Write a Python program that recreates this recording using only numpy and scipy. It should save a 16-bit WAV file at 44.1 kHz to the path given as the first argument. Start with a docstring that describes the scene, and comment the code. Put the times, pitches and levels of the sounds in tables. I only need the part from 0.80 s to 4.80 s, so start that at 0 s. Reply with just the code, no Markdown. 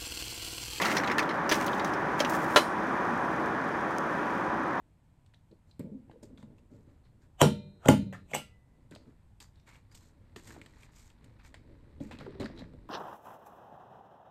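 """A steel poker rakes coal in the steel pan of a forge: lumps clack together and grit scrapes the steel. The
poker knocks the pan twice and is then dropped on it with a clank, ringing both pan and rod. Throughout, the
blower roars steadily through the fire and its blast sets the pan's resonances humming. After the clank only the
air blast and a few ticks of hot coal remain."""
import sys
import numpy as np
from scipy import signal
from scipy.fft import rfft, irfft
from scipy.io import wavfile

SR = 44100
rng = np.random.default_rng(int(sys.argv[2]) if len(sys.argv) > 2 else 0)


def master(y):
    """Save y as 16-bit WAV."""
    cut = np.clip(np.atleast_2d(y).T, -1, 1)
    pcm = np.round(cut * 32767)  # scale
    wavfile.write(sys.argv[1], SR, pcm.astype(np.int16))


N = 176400

# Each row: start in seconds, level in dB, tilt in dB per octave, frequency favoured by the
# contact point in Hz, its boost in dB, rod level in dB.
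BLOWS = [(0.7164, -21, 0, 325, 9, -51), (1.404, -26.5, -2.5, 590, 13, -62),
         (1.7602, -8.5, 0, 1150, 4.5, -39.5)]
# Each row: delay in seconds, gain relative to the blow.
BOUNCES = [(0, 0.7), (.0028, 0.46), (.0048, .5), (0.0127, 0.24)]
# Each row: frequency in Hz, level in dB, T60 in seconds.
PAN_MODES = [(324.5, -2, .12), (396, -1, 0.082), (474, -4.5, 0.11), (592, 3.5, 0.086), (830, -19, 0.055),
             (1019, -0.5, 0.046), (1140, -7.5, 0.053), (1370, 0.5, 0.072), (1600, -16, 0.055),
             (1734, -3, 0.087), (2140, -9, 0.094), (2570, -10, .13), (2950, -6.5, 0.12), (3090, -11, 0.15),
             (3390, -7, 0.09), (3600, -16, 0.099), (3960, -11, 0.14), (4100, -12, 0.18)]
ROD_MODES = [(4700, 0, .25), (5297, -1, 0.29), (5600, -11, .5), (6600, -10, .35), (7400, -7, .3),
             (7700, -10, .4), (8800, -6, .3), (9230, -5, 0.4), (9388, -6, 0.28), (10200, -4, .25),
             (11925, -7, 0.28), (12440, -5, .2), (12585, -12, .3)]
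# Dense crash of steel and coal. Each row: frequency in Hz, relative level in dB.
CRASH_SPECTRUM = [(200, -14), (320, 4), (1200, 3), (2200, -5), (3800, -7), (6000, -14), (10000, -24.5),
                  (15500, -35)]
PAN_DB, PAN_RISE_S, FAVOUR_OCTAVES = -7.5, 0.00082, 0.39
CRASH_DB, CRASH_T60_S = -3, 0.11
CRASH_TAIL_DB, CRASH_TAIL_T60_S, CRASH_TAIL_DB_PER_OCTAVE = -25.5, 0.31, 4


def poker_blows():
    """Chattering blows shake the coal-damped pan, each at another spot; the rod rings on, thin and high."""
    out = np.zeros(N)
    hz, mode_db, t60 = np.array(PAN_MODES).T
    for start, db, tilt, favoured_hz, boost_db, rod_db in BLOWS:
        octaves = np.log2(hz / favoured_hz)
        contact_db = boost_db * np.exp(-(octaves / FAVOUR_OCTAVES) ** 2)
        pan = ring(zip(hz, mode_db + tilt * octaves + contact_db, t60))
        attack = np.minimum(np.arange(len(pan)) / SR / PAN_RISE_S, 1)
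        add(out, start, undb(db + PAN_DB) * pan * attack)
        add(out, start, undb(rod_db) * ring(ROD_MODES))
        tail = impact(fade(CRASH_TAIL_T60_S), CRASH_SPECTRUM, tilt + CRASH_TAIL_DB_PER_OCTAVE)
        add(out, start, undb(db + CRASH_TAIL_DB) * tail)
        for delay, gain in BOUNCES:
            crash = impact(fade(CRASH_T60_S), CRASH_SPECTRUM, tilt)
            add(out, start + delay, gain * undb(db + CRASH_DB) * crash)
    return out


# Each row: start in seconds, level in dB, tilt in dB per octave, main resonance in Hz.
CLACKS = [(.001, -28.5, -1, 2000), (.017, -27, 1, 1900), (.024, -24.5, 0, 1900), (.033, -30, -1, 2500),
          (.046, -31, -3, 2090), (.057, -21, -2.5, 4170), (0.066, -35, 4, 2000), (.085, -32, -1, 1800),
          (.097, -26, -7, 1900), (.115, -26.5, 1, 1850), (.168, -21.5, -1, 4170), (.182, -29.5, 2, 5600),
          (.199, -28, -6, 2000), (.235, -28.5, -2, 2180), (.243, -29.5, -7, 3800), (.275, -27, -2, 1940),
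          (.299, -27.5, -3.5, 2100), (.311, -26, -6, 2000), (.316, -27.5, 0.5, 1900), (.383, -19, -1, 4240),
          (.392, -21, 0.5, 5130), (0.421, -35, 0, 1900), (.428, -33, 1, 3600), (.492, -30.5, -3, 4100),
          (.51, -32, -2.5, 4000), (.693, -26, 6, 6140), (.698, -28.5, 0, 6100), (.714, -22, 1, 2470),
          (.721, -20, 4.5, 1500), (0.744, -30, -1, 5600), (.754, -37, 10, 5600), (0.864, -34.5, 12, 6060),
          (.879, -32.5, -2, 3460), (0.932, -37, -2, 3500), (.996, -31, -1, 3830), (1.046, -33, 6.5, 6100),
          (1.136, -38.5, 2.5, 5040), (1.394, -31, 0, 2900), (1.403, -21.5, 1, 5100),
          (1.448, -26.5, -0.5, 2450), (1.496, -34.5, 12, 7800)]
# Each row: frequency in Hz, relative level in dB.
LUMP_SPECTRUM = [(400, -18), (1100, -2), (1900, 6.5), (2800, -1.5), (4200, -5), (6300, -9), (7800, -20.5),
                 (15500, -29)]
LUMP_DB, LUMP_T60_S, LUMP_TAIL_DB, LUMP_TAIL_T60_S = -3, 0.045, -11.5, 0.12
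LUMP_PEAK_DB, LUMP_PEAK_OCTAVES = 5.5, 0.2


def coal_lumps():
    """Each lump clacks around its own main resonance, higher for small lumps, and stirs its neighbours."""
    out = np.zeros(N)
    envelope = fade(LUMP_T60_S) + undb(LUMP_TAIL_DB) * fade(LUMP_TAIL_T60_S)
    point_hz, point_db = np.array(LUMP_SPECTRUM).T
    hz = np.geomspace(point_hz[0], point_hz[-1], 64)
    body_db = np.interp(np.log(hz), np.log(point_hz), point_db)
    for start, db, tilt, ring_hz in CLACKS:
        peak_db = LUMP_PEAK_DB * np.exp(-(np.log2(hz / ring_hz) / LUMP_PEAK_OCTAVES) ** 2)
        clack = impact(envelope, np.c_[hz, body_db + peak_db], tilt, ripple_db=4)
        add(out, start, undb(db + LUMP_DB) * clack)
    return out


# Each row: time in seconds, level in dB.
RAKE_LEVEL = [(0, -38), (.1, -38.5), (.17, -39.5), (.23, -51), (.35, -54), (.5, -66), (.685, -80),
              (.72, -32), (.78, -44), (.85, -43.5), (.9, -54), (.94, -47), (1.02, -60), (1.07, -47),
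              (1.2, -72)]
SLIDE_LEVEL = [(1.38, -52), (1.485, -60), (1.5, -51), (1.545, -44), (1.595, -53), (1.63, -48), (1.66, -57),
               (1.7, -54), (1.755, -48)]
# Each row: frequency in Hz, relative level in dB.
GRIT_SPECTRUM = [(800, -19), (2000, 8), (4000, -4), (6200, -1.5), (8000, -5.5), (10500, -10), (13000, -8.5),
                 (15500, -14.5)]
GRIT_T60_S, SLIDE_RING_DB = 0.025, -14.5


def grit():
    """Fine coal scrapes over the steel, first raked, then under the sliding poker, which it sets ringing."""
    hits = grains(per_s=1000, spread_db=3)
    energy = signal.fftconvolve(hits ** 2, fade(GRIT_T60_S) ** 2)[:N]
    scrape = np.sqrt(abs(energy)) * rng.standard_normal(N)
    rake = colour(scrape, GRIT_SPECTRUM, db_per_octave=-1.5) * curve(RAKE_LEVEL)
    slide = colour(scrape, GRIT_SPECTRUM, db_per_octave=2.5) * curve(SLIDE_LEVEL)
    rod = ring(ROD_MODES)
    singing = signal.fftconvolve(slide, rod / np.linalg.norm(rod))[:N]
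    return rake + slide + undb(SLIDE_RING_DB) * singing


# Each row: frequency in Hz, relative level in dB.
ROAR_SPECTRUM = [(15, -60), (25, -32), (59, -15.5), (91, -15), (156, -4.5), (204, -2), (260, -1.5),
                 (322, -0.5), (359, -4), (389, -3), (469, -7), (567, -4), (648, -7), (741, -3.5),
                 (919, -2.5), (1710, -7), (2170, -19.5), (2420, -18.5), (2700, -28), (3260, -28.5),
                 (4260, -37.5), (6210, -37), (7500, -47), (9550, -47.5), (15500, -58.5)]
# Resonances of the pan, sounded by the air blast. Each row: centre in Hz, width in Hz, level in dB.
BLAST_PAN_MODES = [(328.7, 36, -44.5), (570.5, 55, -50), (803, 36, -50.5), (983, 64, -44), (1140, 59, -46),
                   (1782, 290, -48.5)]
# Each row: time in seconds, gain in dB.
BLOWER_GAIN = [(0, 0.4), (.9, .5), (1.7, 1.2), (1.85, -1.5), (1.95, 0), (2.05, 1), (2.6, 0.3), (3.2, -0.2),
               (4, 0)]
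HISS_GAIN = [(0, -2), (1.9, 0.5), (2.4, 1.5), (2.8, 0), (3.2, 1), (3.55, 2), (3.8, -3.5), (4, -3)]
ROAR_DB, FLICKER_DB, FLICKER_PER_S, HISS_FROM_HZ = -31, 0.5, 9, 3000


def blower():
    """Air roars through the fire and sounds the pan; each octave flickers and the hiss varies slowly."""
    hz = np.maximum(np.fft.rfftfreq(N, 1 / SR), 1)
    roar = rfft(colour(rng.standard_normal(N), ROAR_SPECTRUM))
    hiss_db = np.interp(clock(), *np.array(HISS_GAIN).T)
    out = np.zeros(N)
    for octave in range(4, 15):  # bands centred on 16 Hz to 16 kHz
        band = irfft(roar * np.maximum(1 - abs(np.log2(hz) - octave), 0), N)
        hiss_share = np.clip(np.log2(2 ** octave / HISS_FROM_HZ) / 2, 0, 1)
        out += band * undb(ROAR_DB + FLICKER_DB * wander(FLICKER_PER_S) + hiss_db * hiss_share)
    for centre, width, db in BLAST_PAN_MODES:
        resonance = 1 / (1 + (2 * (hz - centre) / width) ** 2)
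        out += undb(db) * unit(irfft(rfft(rng.standard_normal(N)) * resonance, N))
    return out * curve(BLOWER_GAIN)


# Each row: start in seconds, level in dB.
TICKS = [(.639, -64), (1.12, -53), (1.426, -46), (2.66, -47), (3.184, -34)]
# Each row: frequency in Hz, relative level in dB.
TICK_SPECTRUM = [(2000, -20), (5000, 2), (7000, -1), (10500, -9), (15500, -13)]
TICK_T60_S, CRACKLE_DB = 0.0075, -69.5


def embers():
    """Hot coal crackles faintly, with a few sharper ticks."""
    out = undb(CRACKLE_DB) * colour(grains(per_s=54, spread_db=-2.5), TICK_SPECTRUM)
    envelope = fade(TICK_T60_S)
    for start, db in TICKS:
        noise = colour(rng.standard_normal(len(envelope)), TICK_SPECTRUM)
        add(out, start, undb(db) * envelope * noise)
    return out


def impact(envelope, spectrum, db_per_octave=0, ripple_db=0):
    """A cloud of dense resonances: a coloured noise burst with the rms of its envelope."""
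    lead = 512  # samples of room for the filter's pre-ring
    burst = np.pad(rng.standard_normal(len(envelope)) * envelope, (lead, 0))
    return colour(burst, spectrum, db_per_octave, ripple_db)[lead:] * np.sqrt(np.mean(envelope ** 2))


def ring(modes, size=32768):
    """Decaying sine modes of random polarity."""
    t = np.arange(size) / SR
    return sum(rng.choice([-1, 1]) * undb(db) * np.sin(2 * np.pi * hz * t) * fade(t60, size)
               for hz, db, t60 in modes)


def grains(per_s, spread_db):
    """Random tiny impacts of unequal size."""
    hits = (rng.random(N) < per_s / SR) * rng.choice([-1, 1], N)
    return hits * undb(spread_db * np.minimum(rng.exponential(size=N), 2 * np.pi))


def colour(x, spectrum, db_per_octave=0, ripple_db=0, ripple_step_hz=350.4):
    """Shape by (Hz, dB) points, a tilt and random resonances; rms 1."""
    hz = np.maximum(np.fft.rfftfreq(len(x), 1 / SR), 1)
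    point_hz, point_db = np.array(spectrum).T
    octaves = np.log2(np.clip(hz, point_hz[0], point_hz[-1]) / point_hz[0])
    db = np.interp(np.log(hz), np.log(point_hz), point_db) + db_per_octave * octaves
    if ripple_db:
        db += ripple_db * np.interp(hz / ripple_step_hz, np.arange(256), rng.standard_normal(256))
    low_cut = np.minimum(hz / point_hz[0], 1) ** 2
    return unit(irfft(rfft(x) * undb(db) * low_cut, len(x)))


def wander(per_s):
    """Random drift with a spread near 1."""
    return 1.2 * np.interp(clock() * per_s, np.arange(512), rng.standard_normal(512))


def fade(t60_s, size=16384):
    """Exponential decay."""
    return np.exp(-np.log(1000) * np.arange(size) / SR / t60_s)


def curve(points):
    """Gain along (s, dB) points, silent outside them."""
    return undb(np.interp(clock(), *np.array(points).T, left=-150, right=-150))


def add(out, start_s, x):
    """Mix x into out."""
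    i = int(start_s * SR)
    out[i:i + len(x)] += x[:N - i]


def clock():
    """Sample times in seconds."""
    return np.arange(N) / SR


def undb(db):
    """Decibels to gain."""
    return 10 ** (np.asarray(db) / 20)


def unit(x):
    """Scale to rms 1."""
    return x / np.sqrt(np.mean(x ** 2) + 1e-20)


def scene():
    """The forge from close by, in the open air; mono."""
    return (blower() + coal_lumps() + poker_blows() + grit() + embers())[None]


def record(dry):
    """Steep low-pass at 15.9 kHz."""
    return signal.sosfilt(signal.ellip(10, 0.2, 80, 15900, fs=SR, output="sos"), dry)


dry = scene()
out = record(dry)
master(out)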